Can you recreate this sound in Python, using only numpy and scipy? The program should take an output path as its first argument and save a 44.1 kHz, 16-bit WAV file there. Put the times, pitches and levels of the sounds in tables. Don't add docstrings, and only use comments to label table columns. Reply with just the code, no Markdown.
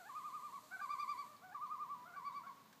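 import sys
import numpy as np
from scipy import signal
from scipy.fft import rfft, irfft, next_fast_len
from scipy.io import wavfile
from scipy.ndimage import uniform_filter1d, map_coordinates

SR = 44100
rng = np.random.default_rng(int(sys.argv[2]) if len(sys.argv) > 2 else 0)


def waveform_to_disk(signal):
    frames = np.transpose(np.atleast_2d(signal))
    scaled = np.clip(frames, -1, 1) * 32767
    samples = np.round(scaled).astype(np.int16)
    wavfile.write(sys.argv[1], SR, samples)


N = 123479

# f/Hz, relative level/dB
WIND_COLOUR = [(25, -29), (45, -25), (80, -13.5), (115, -4.5), (200, -0.5), (330, -6.5), (600, -6.5),
               (1000, -5), (2000, -12.5), (3500, -18.5), (8000, -33)]
HISS_EARLY_COLOUR = [(1650, -20), (2800, -7.5), (3200, -7), (4180, -1), (5230, -8), (7280, -3), (7970, -4),
                     (9640, -13), (11600, -6), (15000, -11)]
HISS_LATE_COLOUR = [(1650, -36), (2800, -6.5), (3310, -6.5), (3580, -2), (4090, -2.5), (5190, -5),
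                    (5770, -6), (6830, -5), (9980, -12), (15000, -4.5)]
TICK_COLOUR = [(500, -15), (1500, -10), (4500, -5.5), (9000, -13.5), (15000, -36)]
# f/Hz, level at mid-scene/dB
HUM_PARTIALS = [(110.4, -89), (166, -81.5), (221, -81), (275, -83)]
# t/s, noise level/dB, ring f/Hz, t60/s
TICKS = [(1.364, -70.5, 4470, 0.07), (1.668, -74.5, 4420, 0.18), (2.325, -72, 3800, 0.15),
         (2.728, -63.5, 1587, 0.057)]
# delay/s, level before foliage loss/dB
PURE_ECHOES = [
    [(.0176, -10.5), (.02373, -13.5), (.06085, -17.7)],
    [(.01911, -9), (.02694, -15)],
]
BRIGHT_ECHOES = [
    [(.01123, -2), (.04256, -16)],
    [(.01566, -5.5), (.04668, -11.5)],
]
# t/s, f/Hz, level/dB
PURE_LOW_NOTES = [
    [[(0, 757, -55.5), (.04, 672, -63), (.065, 817, -55), (.092, 930, -61)], [(.605, 634, -77),
     (.635, 612, -69), (.675, 617, -65)]],
    [[(1.415, 640, -69), (1.447, 757.5, -55), (1.48, 747.6, -59.5), (1.508, 709, -60.5),
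     (1.527, 817, -54.5), (1.543, 930, -65.5)]],
]
BRIGHT_LOW_NOTES = [
    [[(.711, 698, -54), (.726, 764, -50.5), (.745, 771.4, -47.5), (.762, 734, -51.5), (.777, 640, -62)],
     [(.792, 717, -49.5), (.803, 778, -50), (.814, 850, -54)], [(1.262, 572.3, -62), (1.3, 618, -68),
     (1.35, 584, -60)]],
    [[(2.055, 655, -55.5), (2.083, 737, -59), (2.12, 667, -60), (2.148, 743, -55.5), (2.166, 830, -61.5)],
     [(2.435, 651, -56.5), (2.455, 719, -58.5), (2.476, 818, -67)]],
]
PURE_LOW_HARMONICS = [-3.5, -4, -22]
BRIGHT_LOW_HARMONICS = [-10.5, -1.5, -18.5]
# t/s, f/Hz, level/dB
HELD_NOTE = [(1.96, 975, -58), (2.0, 978, -56.5), (2.048, 1000, -59)]
# t/s, f/Hz, level/dB, lift of harmonic 2/dB
PURE_CRESTS = [
    [(.078, 1233, -43.5, 0), (.175, 1236, -45.2, 2), (.265, 1227, -45, 2), (.357, 1229, -45, 1),
     (.455, 1209, -48, 1), (.555, 1129, -48.5, 3.5)],
    [(1.542, 1201, -42.5, -1), (1.635, 1220, -44, -5), (1.727, 1235, -42.5, -4.5), (1.821, 1212, -44.5, -2),
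     (1.919, 1167, -45.5, -4.5)],
]
BRIGHT_CRESTS = [
    [(.826, 1190, -44, -2), (.919, 1197, -42, 0), (1.012, 1194, -43, 1.5), (1.105, 1189, -42.5, 0.5),
     (1.2, 1153, -49, 2.5)],
    [(2.168, 1158, -49.5, -2.5), (2.269, 1150, -45.5, -1), (2.367, 1157, -49, 0), (2.474, 1117, -49, -4)],
]
# start/s, end/s
PURE_SPANS = [
    [(0.095, .592)],
    [(1.548, 1.96)],
]
BRIGHT_SPANS = [
    [(.813, 1.255)],
    [(2.162, 2.425), (2.467, 2.52)],
]
PURE_OVERTONES = [-31, -45]
BRIGHT_OVERTONES = [-16.5, -31, -20.5, -36]


def amp(db):
    return 10 ** (np.asarray(db) / 20)


def clock():
    return np.arange(N) / SR


def wobble(rate):
    return map_coordinates(rng.standard_normal(600), [clock() * rate], mode="wrap")


def filtered(x, response):
    size = next_fast_len(N + SR // 2)
    return irfft(rfft(x, size) * response(np.fft.rfftfreq(size, 1 / SR)), size)[:N]


def noise(colour):
    f, db = np.transpose(colour)
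    x = filtered(rng.standard_normal(N), lambda hz: amp(np.interp(np.log(hz + 1), np.log(f + 1), db)))
    return x / np.sqrt(np.mean(x ** 2) + 1e-20)


def gate(start, end, edge_s=0.0072):
    t = clock()
    return (1 + np.tanh(2 * (t - start) / edge_s)) * (1 + np.tanh(2 * (end - t) / edge_s)) / 4


def hiss(change_s=1.3, fade_s=0.074):
    late = (1 + np.tanh((clock() - change_s) / fade_s)) / 2
    return (np.sqrt(1 - late) * amp(-68) * noise(HISS_EARLY_COLOUR)
            + np.sqrt(late) * amp(-71) * noise(HISS_LATE_COLOUR))


def hum(rise_db_per_s=3.5):
    t = clock()
    partials = sum(amp(db + 1.4 * wobble(6.76)) * np.sin(2 * np.pi * hz * t + 0.67 * wobble(14))
                   for hz, db in HUM_PARTIALS)
    return amp(rise_db_per_s * (t - t.mean())) * partials


def wind():
    return amp(-69 + 0.46 * wobble(3.9)) * noise(WIND_COLOUR)


def ticks(ring_db=3):
    t = clock()
    sound = np.zeros(N)
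    for start, db, hz, t60 in TICKS:
        decay = (t >= start) * amp(db - 60 * np.abs(t - start) / t60)
        puff = noise(TICK_COLOUR)
        ring = amp(ring_db) * np.sin(2 * np.pi * hz * t + wobble(200))
        sound += decay * (puff + ring)
    return sound


def shore(call, echoes, scatter_db, scatter_t60, tail_db, tail_t60, tail_build_s, foliage_hz):
    t = np.arange(SR) / SR
    reflected = filtered(call, lambda hz: sum(amp(db) * np.exp(-2j * np.pi * hz * delay)
                                              for delay, db in echoes))
    for db, t60, build_s in ((scatter_db, scatter_t60, .02), (tail_db, tail_t60, tail_build_s)):
        reverb = rng.standard_normal(SR) * amp(-60 * t / t60) * (1 - np.exp(-(t / build_s) ** 2))
        reflected += amp(db) * signal.fftconvolve(call, reverb / np.linalg.norm(reverb))[:N]
    return call + filtered(reflected, lambda hz: 1 / np.sqrt(1 + (hz / foliage_hz) ** 4))


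def voice(hz, harmonics_db, jitter, hoarse):
    phase = 2 * np.pi * np.cumsum(hz * (1 + jitter * wobble(200))) / SR
    sound = np.zeros(N)
    for k, db in enumerate(harmonics_db, 1):
        flutter = hoarse * (k > 1)
        sine = (1 + flutter * wobble(220)) * np.sin(k * phase)
        cosine = flutter * wobble(220) * np.cos(k * phase)
        sound += amp(db) * (sine + cosine)
    return np.sqrt(2) * sound


def note(curve, harmonics_db, jitter=.007, hoarse=.2):
    t = clock()
    times, hz, db = np.transpose(curve)
    pitch = uniform_filter1d(np.interp(t, times, hz), size=500)
    envelope = gate(times[0], times[-1]) * amp(np.interp(t, times, db))
    return envelope * voice(pitch, harmonics_db, jitter, hoarse)


def tremolo(crests, spans, overtones_db, swing_hz, dip_db, sag_lift_db, hoarse):
    t = clock()
    times, *columns = np.transpose(crests)
    hz, db, crest_lift_db = (np.interp(t, times, column) for column in columns)
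    period = np.diff(times).mean()
    beat = np.interp(t, np.r_[times[0] - period, times, times[-1] + period], np.arange(len(times) + 2))
    sag = np.abs(np.sin(np.pi * beat)) ** 2.6
    lift_db = crest_lift_db + sag_lift_db * sag
    harmonics_db = [0] + [level + rank ** 0.85 * lift_db for rank, level in enumerate(overtones_db, 1)]
    envelope = sum(gate(*span) for span in spans) * amp(db - dip_db * sag)
    return envelope * voice(hz - swing_hz * sag, harmonics_db, jitter=0.0024, hoarse=hoarse)


def pure_loon():
    calls = [tremolo(crests, spans, PURE_OVERTONES, swing_hz=241.3, dip_db=12.5,
                     sag_lift_db=7, hoarse=0.83)
             + sum(note(curve, PURE_LOW_HARMONICS) for curve in notes)
             for crests, spans, notes in zip(PURE_CRESTS, PURE_SPANS, PURE_LOW_NOTES)]
    calls[-1] += note(HELD_NOTE, [0, -24], jitter=0.0034, hoarse=0.19)
    return sum(shore(call, echoes, scatter_db=-20, scatter_t60=0.25,
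                     tail_db=-16.5, tail_t60=1.7, tail_build_s=0.077, foliage_hz=4040)
               for call, echoes in zip(calls, PURE_ECHOES))


def bright_loon():
    calls = [tremolo(crests, spans, BRIGHT_OVERTONES, swing_hz=197.6, dip_db=10.5,
                     sag_lift_db=-6, hoarse=0.17)
             + sum(note(curve, BRIGHT_LOW_HARMONICS) for curve in notes)
             for crests, spans, notes in zip(BRIGHT_CRESTS, BRIGHT_SPANS, BRIGHT_LOW_NOTES)]
    return sum(shore(call, echoes, scatter_db=-18, scatter_t60=0.51,
                     tail_db=-14.5, tail_t60=0.87, tail_build_s=0.1, foliage_hz=4370)
               for call, echoes in zip(calls, BRIGHT_ECHOES))


def scene():
    return (pure_loon() + bright_loon() + hiss() + hum() + wind() + ticks())[None]


def record(dry):
    return filtered(dry[0], lambda hz: hz < 15350)[None]


dry = scene()
out = record(dry)
waveform_to_disk(out)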